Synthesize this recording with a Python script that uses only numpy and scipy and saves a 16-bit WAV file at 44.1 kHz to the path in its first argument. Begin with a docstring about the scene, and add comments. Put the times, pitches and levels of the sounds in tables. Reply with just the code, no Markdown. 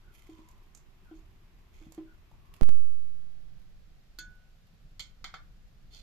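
"""In a small, quiet room, a glazed clay pot stands on bricks at a wood fire. A hand shifts the pot: it scrapes
lightly, and each bump makes the air inside ring hollow. Embers tick and pockets of gas snap in the logs, while
faint chirps and whistles come from far off. Midway, the right channel pops: its level jumps, sticks, crackles
and drains away. Later a steel spoon clinks and knocks on the pot, and both clay and steel ring."""
import sys
import numpy as np
from scipy import signal
from scipy.fft import rfft, irfft
from scipy.io import wavfile

SR = 44100
rng = np.random.default_rng(int(sys.argv[2]) if len(sys.argv) > 2 else 0)


def persist_wave(psi):
    """Save psi, clipped to +-1, as 16-bit WAV."""
    counts = np.round(np.clip(psi, -1, 1) * 32767).astype(np.int16)
    wavfile.write(sys.argv[1], SR, np.atleast_2d(counts).T)


N = 265482

# The room's echo. Each row: pitch in Hz, t60 (the seconds it takes to fade by 60 dB).
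ECHO_T60 = [(200, 0.092), (1300, 0.33), (4000, 0.22), (7000, 0.2), (14000, 0.094)]
# How the left side hears a hearth that lies to the right. Each row: pitch in Hz, gain in dB.
LEFT_SHADE = [(300, -1), (1400, 0.5), (3200, -7), (4500, -3.5), (7000, -14), (14000, -3)]
# The air before and after the pops, and a thin hiss on top. Each row: pitch in Hz, relative level in dB.
EARLY_AIR = [(12, -39), (20, 10.5), (43, -3.5), (64, -7), (127, -12.5), (232, -20.5), (267, -25.5),
             (371, -19.5), (517, -34), (561, -29.5), (1150, -28.5), (1390, -32), (2550, -32), (4950, -40.5),
             (14500, -55.5)]
LATE_AIR = [(12, -59), (20, 7.5), (48, -5), (65, -13), (86, -12.5), (172, -15.5), (252, -27), (403, -32),
            (681, -33), (739, -31), (872, -38), (1510, -35), (1840, -36.5), (4310, -39.5), (14500, -60.5)]
AIR_HISS = [(4000, 0), (7300, 1.5), (8800, -2), (10500, 3), (13500, 10.5)]
# How alike the air sounds left and right. 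Each row: pitch in Hz, likeness from 0 to 1.
AIR_LIKENESS = [(60, 0.64), (180, 0.86), (550, 0.36), (1650, 0.03), (4970, 0.033), (15000, 0.01)]
# Far-off whistles. Each row: start in seconds, length in seconds, first pitch in Hz, level in dB.
WHISTLES = [(0.228, .46, 1053, -68), (2.383, 0.35, 1135, -68.5)]
# Snapping logs. Each row: start in seconds, level in dB, pitch in Hz, relative level of the crack in dB.
SNAPS = [(.487, -58.5, 7000, 2.5), (.7487, -45, 6870, -8), (1.9215, -55, 7440, 5.5), (2.314, -58, 870, -8),
         (2.539, -55, 2650, 5.5)]
# The tone of cracking wood and of rough clay. Each row: pitch in Hz, relative level in dB.
WOOD_COLOUR = [(500, 3.5), (2500, -1.5), (7000, 0.5), (8800, -10), (10500, 1), (13500, -0.5), (16000, -21)]
SCRAPE_COLOUR = [(300, 6), (800, 8.5), (1400, -17), (2000, -1), (2600, 11), (4500, 6.5), (6800, 13),
                 (8800, -1.5), (14000, -4.5)]
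# Scrapes of the pot. Each row: start in seconds, length in seconds, level in dB,
# relative level of the fine grit in dB, pitch in Hz around which the clay rings.
SCRAPES = [(0.112, 0.58, -69.5, 3, 2570), (1.131, 0.086, -72, -12, 6600), (1.721, 0.25, -69, -11, 2480),
           (5.901, 0.28, -60.5, -14, 4270)]
# Bumps of the pot. Each row: start in seconds, level in dB, relative levels of grit and thud in dB.
BUMPS = [(0.2902, -44.5, -35, -29), (.385, -51, -16, 0), (1.1115, -43, -35, -41), (1.8114, -54, -14, -10),
         (1.865, -53.5, -21, 9.5), (1.9777, -35.5, -21.5, -16)]
# The tones of the air in the pot, the clay wall and the steel spoon.
# Each row: pitch in Hz, relative level in dB, t60 in seconds.
HOLLOW_TONES = [(320, 3, 0.26), (342, -6, 0.2), (379.4, -14, 0.35), (602, -33, 0.54), (742, -6.5, 0.04),
                (1018, -24, 0.17)]
CLAY_TONES = [(780, -14, .09), (1225, -11, .08), (1330, -1, .1), (1385, -12, .08), (2030, -3, .1),
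              (2110, -4, .12), (2243, -7, .17), (2470, -11, .12), (3122, 1, .13), (3272, 2, .15),
              (3385, -5, .11), (3543, 0, .14), (4090, -10, .08), (4242, -1, .1), (4470, -5, .13),
              (4660, -3, .12), (6185, -8, .1), (7205, -3, .11), (5220, -15, .08), (5900, -14, .09),
              (9500, -27, .08), (10700, -25, .08), (13950, -26, .07)]
SPOON_TONES = [(1481, -6, .54), (1675, -19, .42), (2590, -13, .11), (3537, -11, .2), (4288, -1, .1),
               (4525, -6, .1), (4870, -5, .09), (5642, -12, .11), (6540, 1, .1), (6575, -3, .1),
               (6918, -9, .12), (7938, -15, .1), (10650, -14, .06), (12180, -18, .08), (13040, -15, .07),
               (13950, -14, .06)]
# Spoon blows. Each row: start in seconds, level in dB, height from belly (0) to rim (1),
# relative level of the spoon's ring in dB, seconds until it bounces.
CLINKS = [(4.187, -49.5, 1, 11.5, .0035), (4.9951, -39, 0.85, -23.5, 0.0092),
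          (5.2426, -42, 0.38, -28, 0.0023), (5.3406, -50, .02, -22, 0.00286)]
# The crack of steel on clay, and the tones a blow wakes at the belly and at the rim.
# Each row: pitch in Hz, relative level in dB.
CONTACT_COLOUR = [(250, -18), (550, -20), (800, -11), (1000, -9), (1320, 2), (1700, -9), (2100, -2),
                  (2750, -13), (3300, 0), (3850, -6), (4400, -2), (5400, -10), (7200, -7), (8400, -22),
                  (14000, -22)]
BELLY_BLOW = [(750, 13.5), (1330, 12), (2100, 5), (3200, -4.5), (3600, 3), (4400, -1.5), (5200, 0),
              (7000, -7), (8600, -6)]
RIM_BLOW = [(750, -9), (1400, -24), (2100, -4), (3200, -2), (3600, -2.5), (4400, 3), (5100, -4), (6800, 6),
            (8600, 0.5)]
# Pops in the right channel. Each row: start in seconds, level jump (1 is full scale), rise time in seconds.
POPS = [(2.6102, .075, .0007), (2.611, -.19, .0012), (2.61202, .115, .00005), (2.618, .075, .0006),
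        (2.6185, -.64, .0032)]
# Crackles after them. Each row: start in seconds, level jump (1 is full scale), drain time in seconds.
CRACKLES = [(2.63288, .1, .012), (2.69148, .075, .015)]

POPS_BAND_HZ, FINAL_BAND_HZ, MIC_BAND_HZ = 14500, 16500, 14500  # treble above these is cut


def amp(db):
    """Turns decibels into a gain to multiply by."""
    return 10 ** (np.asarray(db) / 20)


def unit(x):
    """Scales a signal to an average strength (rms) of 1."""
    return x / np.sqrt(np.mean(x ** 2) + 1e-20)


def read(points, hz):
    """Looks up a pitch in a table, blending between rows on a log scale."""
    f, value = np.transpose(points)
    return np.interp(np.log(hz + 1), np.log(f + 1), value)


def add(mix, s, sound):
    """Mixes in a stereo sound, starting at s seconds."""
    start = round(s * SR)
    sound = sound[:, max(-start, 0):]
    part = mix[:, max(start, 0):][:, :sound.shape[1]]
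    part += sound[:, :part.shape[1]]


def noise(size, gain, same=0):
    """Stereo noise shaped by gain(Hz); same=1 makes left and right alike."""
    left, other = rfft(rng.standard_normal((2, size)))
    same = np.clip(same, -1, 1)
    right = same * left + np.sqrt(1 - same ** 2) * other
    return unit(irfft(np.array([left, right]) * gain(np.fft.rfftfreq(size, 1 / SR)), size))


def peak(f, hz, width):
    """A hill-shaped gain that favours pitches near hz."""
    return 1 / (1 + (2 * (f - hz) / width) ** 2)


def low_pass(x, hz):
    """Cuts the treble above hz steeply."""
    return signal.oaconvolve(x, signal.firwin(401, hz, window=("kaiser", 8), fs=SR)[None], "same")


def ring(tones, t, weight_db=lambda hz: 0, apart_hz=3500, blur=1.0, blur_hz=70):
    """Fading tones; high ones scatter among the bricks, so they waver and reach the ears out of step."""
    hz, db, t60 = np.transpose(tones)[:, :, None]
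    scatter = np.minimum((hz / apart_hz) ** 1.25, 1)
    phase = rng.uniform(-1.48, 1, (2, len(tones), 1)) * scatter * np.pi / 2
    waver = np.stack([noise(len(t), lambda f: peak(f, 0, 2 * blur_hz)) for _ in tones], 1)
    angle = 2 * np.pi * hz * t + phase
    scattered = waver * np.cos(angle) + waver[::-1] * np.sin(angle)
    tone = np.sin(angle) + blur * np.sqrt(scatter) * scattered
    fade = amp(db + weight_db(hz) - 60 * t / t60)
    return (fade * tone / np.sqrt(1 + 2 * blur ** 2 * scatter)).sum(1)


def air(early_db=-55, late_db=-54, change_s=2.612, flutter_db=2.26, flutter_hz=300):
    """Flames and draught flutter low under a smooth hiss; the tone changes at the pops."""
    hz = np.fft.rfftfreq(N, 1 / SR)
    likeness = read(AIR_LIKENESS, hz)
    early = amp(early_db) * noise(N, lambda f: amp(read(EARLY_AIR, f) + read(AIR_HISS, f)), likeness)
    late = amp(late_db) * noise(N, lambda f: amp(read(LATE_AIR, f) + read(AIR_HISS, f)), likeness)
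    steady = np.where(np.arange(N) / SR < change_s, early, late)
    bass = irfft(rfft(steady) * peak(hz, 0, 2 * flutter_hz), N)
    flutter = amp(flutter_db * noise(N, lambda f: peak(f, 0, 31))[0])
    return steady + bass * (flutter - 1)


def room_echo(x, onset_s=0.0094, echoes_per_s=4000):
    """Sound bounces around the brick niche and the room; the middle tones linger longest."""
    echoes = rng.choice([-1., 1.], (2, SR // 2)) * (rng.random((2, SR // 2)) < echoes_per_s / SR)
    hz, t, spectrum = signal.stft(echoes, SR, nperseg=256)
    fade = amp(-60 * t / read(ECHO_T60, hz)[:, None])
    tail = signal.istft(spectrum * fade, SR, nperseg=256)[1]
    tail *= 1 - np.exp(-np.arange(tail.shape[1]) / SR / onset_s)
    return signal.fftconvolve(x, tail / np.linalg.norm(tail[0]), axes=1)[:, :N]


def whistles(width_hz=130, fall=.085, chirp_every_s=1.012, chirp_s=0.117, chirp_hz=1527, chirp_db=-67):
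    """Three far-off chirps and two longer whistles: narrow bands of noise that swell and sink in pitch."""
    out, t = np.zeros((2, N)), np.arange(SR * 2 // 3) / SR
    chirps = [(.03 + k * chirp_every_s, chirp_s, chirp_hz, chirp_db) for k in range(3)]
    for s, length, first_hz, db in chirps + WHISTLES:
        progress = np.minimum(t / length, 1)
        angle = 2 * np.pi * np.cumsum(first_hz * (1 - fall * progress)) / SR
        band = sum(noise(len(t), lambda f: peak(f, 0, width_hz), same=0.11) * wave
                   for wave in (np.cos(angle), np.sin(angle)))
        add(out, s, amp(db) * np.sin(np.pi * progress) * unit(band))
    return out


def embers(per_s=14, db=-76, spread_db=3, t60=0.041):
    """The glowing wood gives tiny ticks at random moments."""
    t = np.arange(SR // 100) / SR
    moments = rng.random(N) < per_s / SR
    ticks = moments * amp(db + spread_db * np.minimum(rng.exponential(1, N), 3))
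    tick = noise(len(t), lambda f: amp(read(WOOD_COLOUR, f))) * amp(-60 * t / t60)
    return signal.oaconvolve(ticks[None], tick, axes=1)[:, :N]


def log_snaps(t60=0.031, rise_s=0.00016, split_s=0.025, split_db=-6):
    """A pocket of gas bursts in a log; then the wood splits further with a weaker crack."""
    out, t = np.zeros((2, N)), np.arange(SR // 16) / SR
    for s, db, hz, crack_db in SNAPS:
        for delay, drop_db in ((0, 0), (split_s, split_db)):
            pitched = noise(len(t), lambda f: peak(f, hz, 0.24 * hz), same=1)
            crack = amp(crack_db) * noise(len(t), lambda f: amp(read(WOOD_COLOUR, f)), same=0.063)
            loudness = amp(db + drop_db - 60 * t / t60) * (1 - np.exp(-t / rise_s))
            add(out, s + delay, (pitched + crack) * loudness)
    return out


def pot_scrapes(grain_db=3, ring_width_hz=30, grip_s=0.036, fine_fade_db_per_s=63):
    """Rough clay grips, then eases off; fine grit is crushed first, and wall and spoon tones sing along."""
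    out, size = np.zeros((2, N)), SR * 2 // 3
    t = np.arange(size) / SR

    def resonances(f):
        return sum(amp(db / 2) * peak(f, hz, ring_width_hz) for hz, db, _ in CLAY_TONES + SPOON_TONES)

    for s, length, db, fine_db, ring_hz in SCRAPES:
        rough = noise(size, lambda f: amp(read(SCRAPE_COLOUR, f)), same=0.2)
        fine = noise(size, lambda f: peak(f, 11500, 4000)) * amp(fine_db - fine_fade_db_per_s * t)
        tones = noise(size, lambda f: peak(f, ring_hz, 0.58 * ring_hz) * resonances(f))
        tones *= amp(0.49 * (db + 73.5))  # harder strokes ring more
        grain = amp(grain_db * noise(size, lambda f: peak(f, 0, 320))[0])
        stroke = np.interp(t, [0, grip_s, length], [0, 1, 0]) ** 1.13
        add(out, s, amp(db) * stroke * grain * (rough + fine + tones))
    return out


def pot_bumps(swell_s=0.0045, grit_t60=0.2, grit_hz=900, wall_db=-31, thud_hz=200, thud_t60=0.074):
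    """The pot bumps on the bricks with a thud and a crunch; its air rings, and faintly its wall."""
    out, t = np.zeros((2, N)), np.arange(SR // 2) / SR
    swell = 1 - np.exp(-t / swell_s)
    for s, db, grit_db, thud_db in BUMPS:
        grit = noise(len(t), lambda f: f / (f + 200) / (1 + (f / grit_hz) ** 2), same=0.3)
        grit *= amp(grit_db - 60 * t / grit_t60)
        thud = noise(len(t), lambda f: peak(f, thud_hz, thud_hz) ** 2, same=0.83)
        thud *= amp(thud_db - 60 * t / thud_t60)
        hollow = ring(HOLLOW_TONES, t, blur=.7, blur_hz=60)
        wall = ring(CLAY_TONES, t[:SR // 5], lambda f: -f / 700)  # a soft blow wakes little treble
        add(out, s, amp(db) * ((hollow + thud) * swell + grit))
        add(out, s, amp(db + wall_db) * wall)
    return out


def spoon_clinks(rise_s=0.00031, crack_db=6, crack_t60=0.024, bounce_db=-2, hollow_db=-22):
    """The spoon hits the pot and bounces once; where it lands decides which clay tones ring."""
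    cracks, ringing, t = np.zeros((2, N)), np.zeros((2, N)), np.arange(SR * 2 // 3) / SR
    hz = np.fft.rfftfreq(len(t), 1 / SR)
    for s, db, height, spoon_db, bounce_s in CLINKS:
        def place_db(f):
            return (1 - height) * read(BELLY_BLOW, f) + height * read(RIM_BLOW, f)

        blow = amp(db) * (1 - np.exp(-t / rise_s))
        for delay, drop_db in ((0, 0), (bounce_s, bounce_db)):
            contact = noise(len(t), lambda f: amp(read(CONTACT_COLOUR, f)), same=0.9)
            crack = irfft(rfft(contact) * amp(place_db(hz)), len(t))
            add(cracks, s + delay, blow * crack * amp(crack_db + drop_db - 60 * t / crack_t60))
        wall = ring(CLAY_TONES, t, place_db, blur=.6, blur_hz=55)
        steel = ring(SPOON_TONES, t, apart_hz=6000, blur=.35, blur_hz=40)
        hollow = amp(hollow_db) * ring(HOLLOW_TONES, t)
        add(ringing, s, blow * (wall + amp(spoon_db) * (steel + hollow)))
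    return cracks, ringing


def right_pops(limit=.365, drain_s=.215, fizz_db=-44, fizz_t60=0.0098):
    """The right channel's level slams to its limit, sticks there, crackles, and drains away."""
    t, swing, steps = np.arange(N) / SR, np.zeros(N), np.zeros(N)
    for s, jump, rise_s in POPS:
        rise = np.sin(np.pi / 2 * np.clip((t - s) / rise_s, 0, 1)) ** 2
        swing += jump * rise * np.exp(-np.maximum(t - s, 0) / drain_s)
    for s, jump, fade_s in CRACKLES:
        steps += jump * (t >= s) * np.exp(-np.maximum(t - s, 0) / fade_s)
    since = t - CRACKLES[0][0]  # the fizz starts with the first crackle
    fizz = rng.standard_normal(N) * (since >= 0) * amp(fizz_db - 60 * np.maximum(since, 0) / fizz_t60)
    right = np.maximum(swing, -limit) + low_pass((steps + fizz)[None], POPS_BAND_HZ)[0]
    return np.array([np.zeros(N), right])


def scene():
    """Mixes pot, fire, whistles and echo, duller on the left, over the room's air."""
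    cracks, ringing = spoon_clinks()
    fire = log_snaps() + embers()
    echo = room_echo(amp(-4.5) * cracks + amp(-16.5) * ringing + amp(-7.5) * fire)
    left, right = cracks + ringing + fire + pot_bumps() + pot_scrapes() + whistles() + echo
    left = irfft(rfft(left) * amp(read(LEFT_SHADE, np.fft.rfftfreq(N, 1 / SR))), N)
    return np.array([left, right]) + air() * amp([[-.4], [.4]])


def record(dry):
    """The microphone loses the highest treble, the pops join in, and the treble is cut once more."""
    return low_pass(low_pass(dry, MIC_BAND_HZ) + right_pops(), FINAL_BAND_HZ)


dry = scene()
out = record(dry)
persist_wave(out)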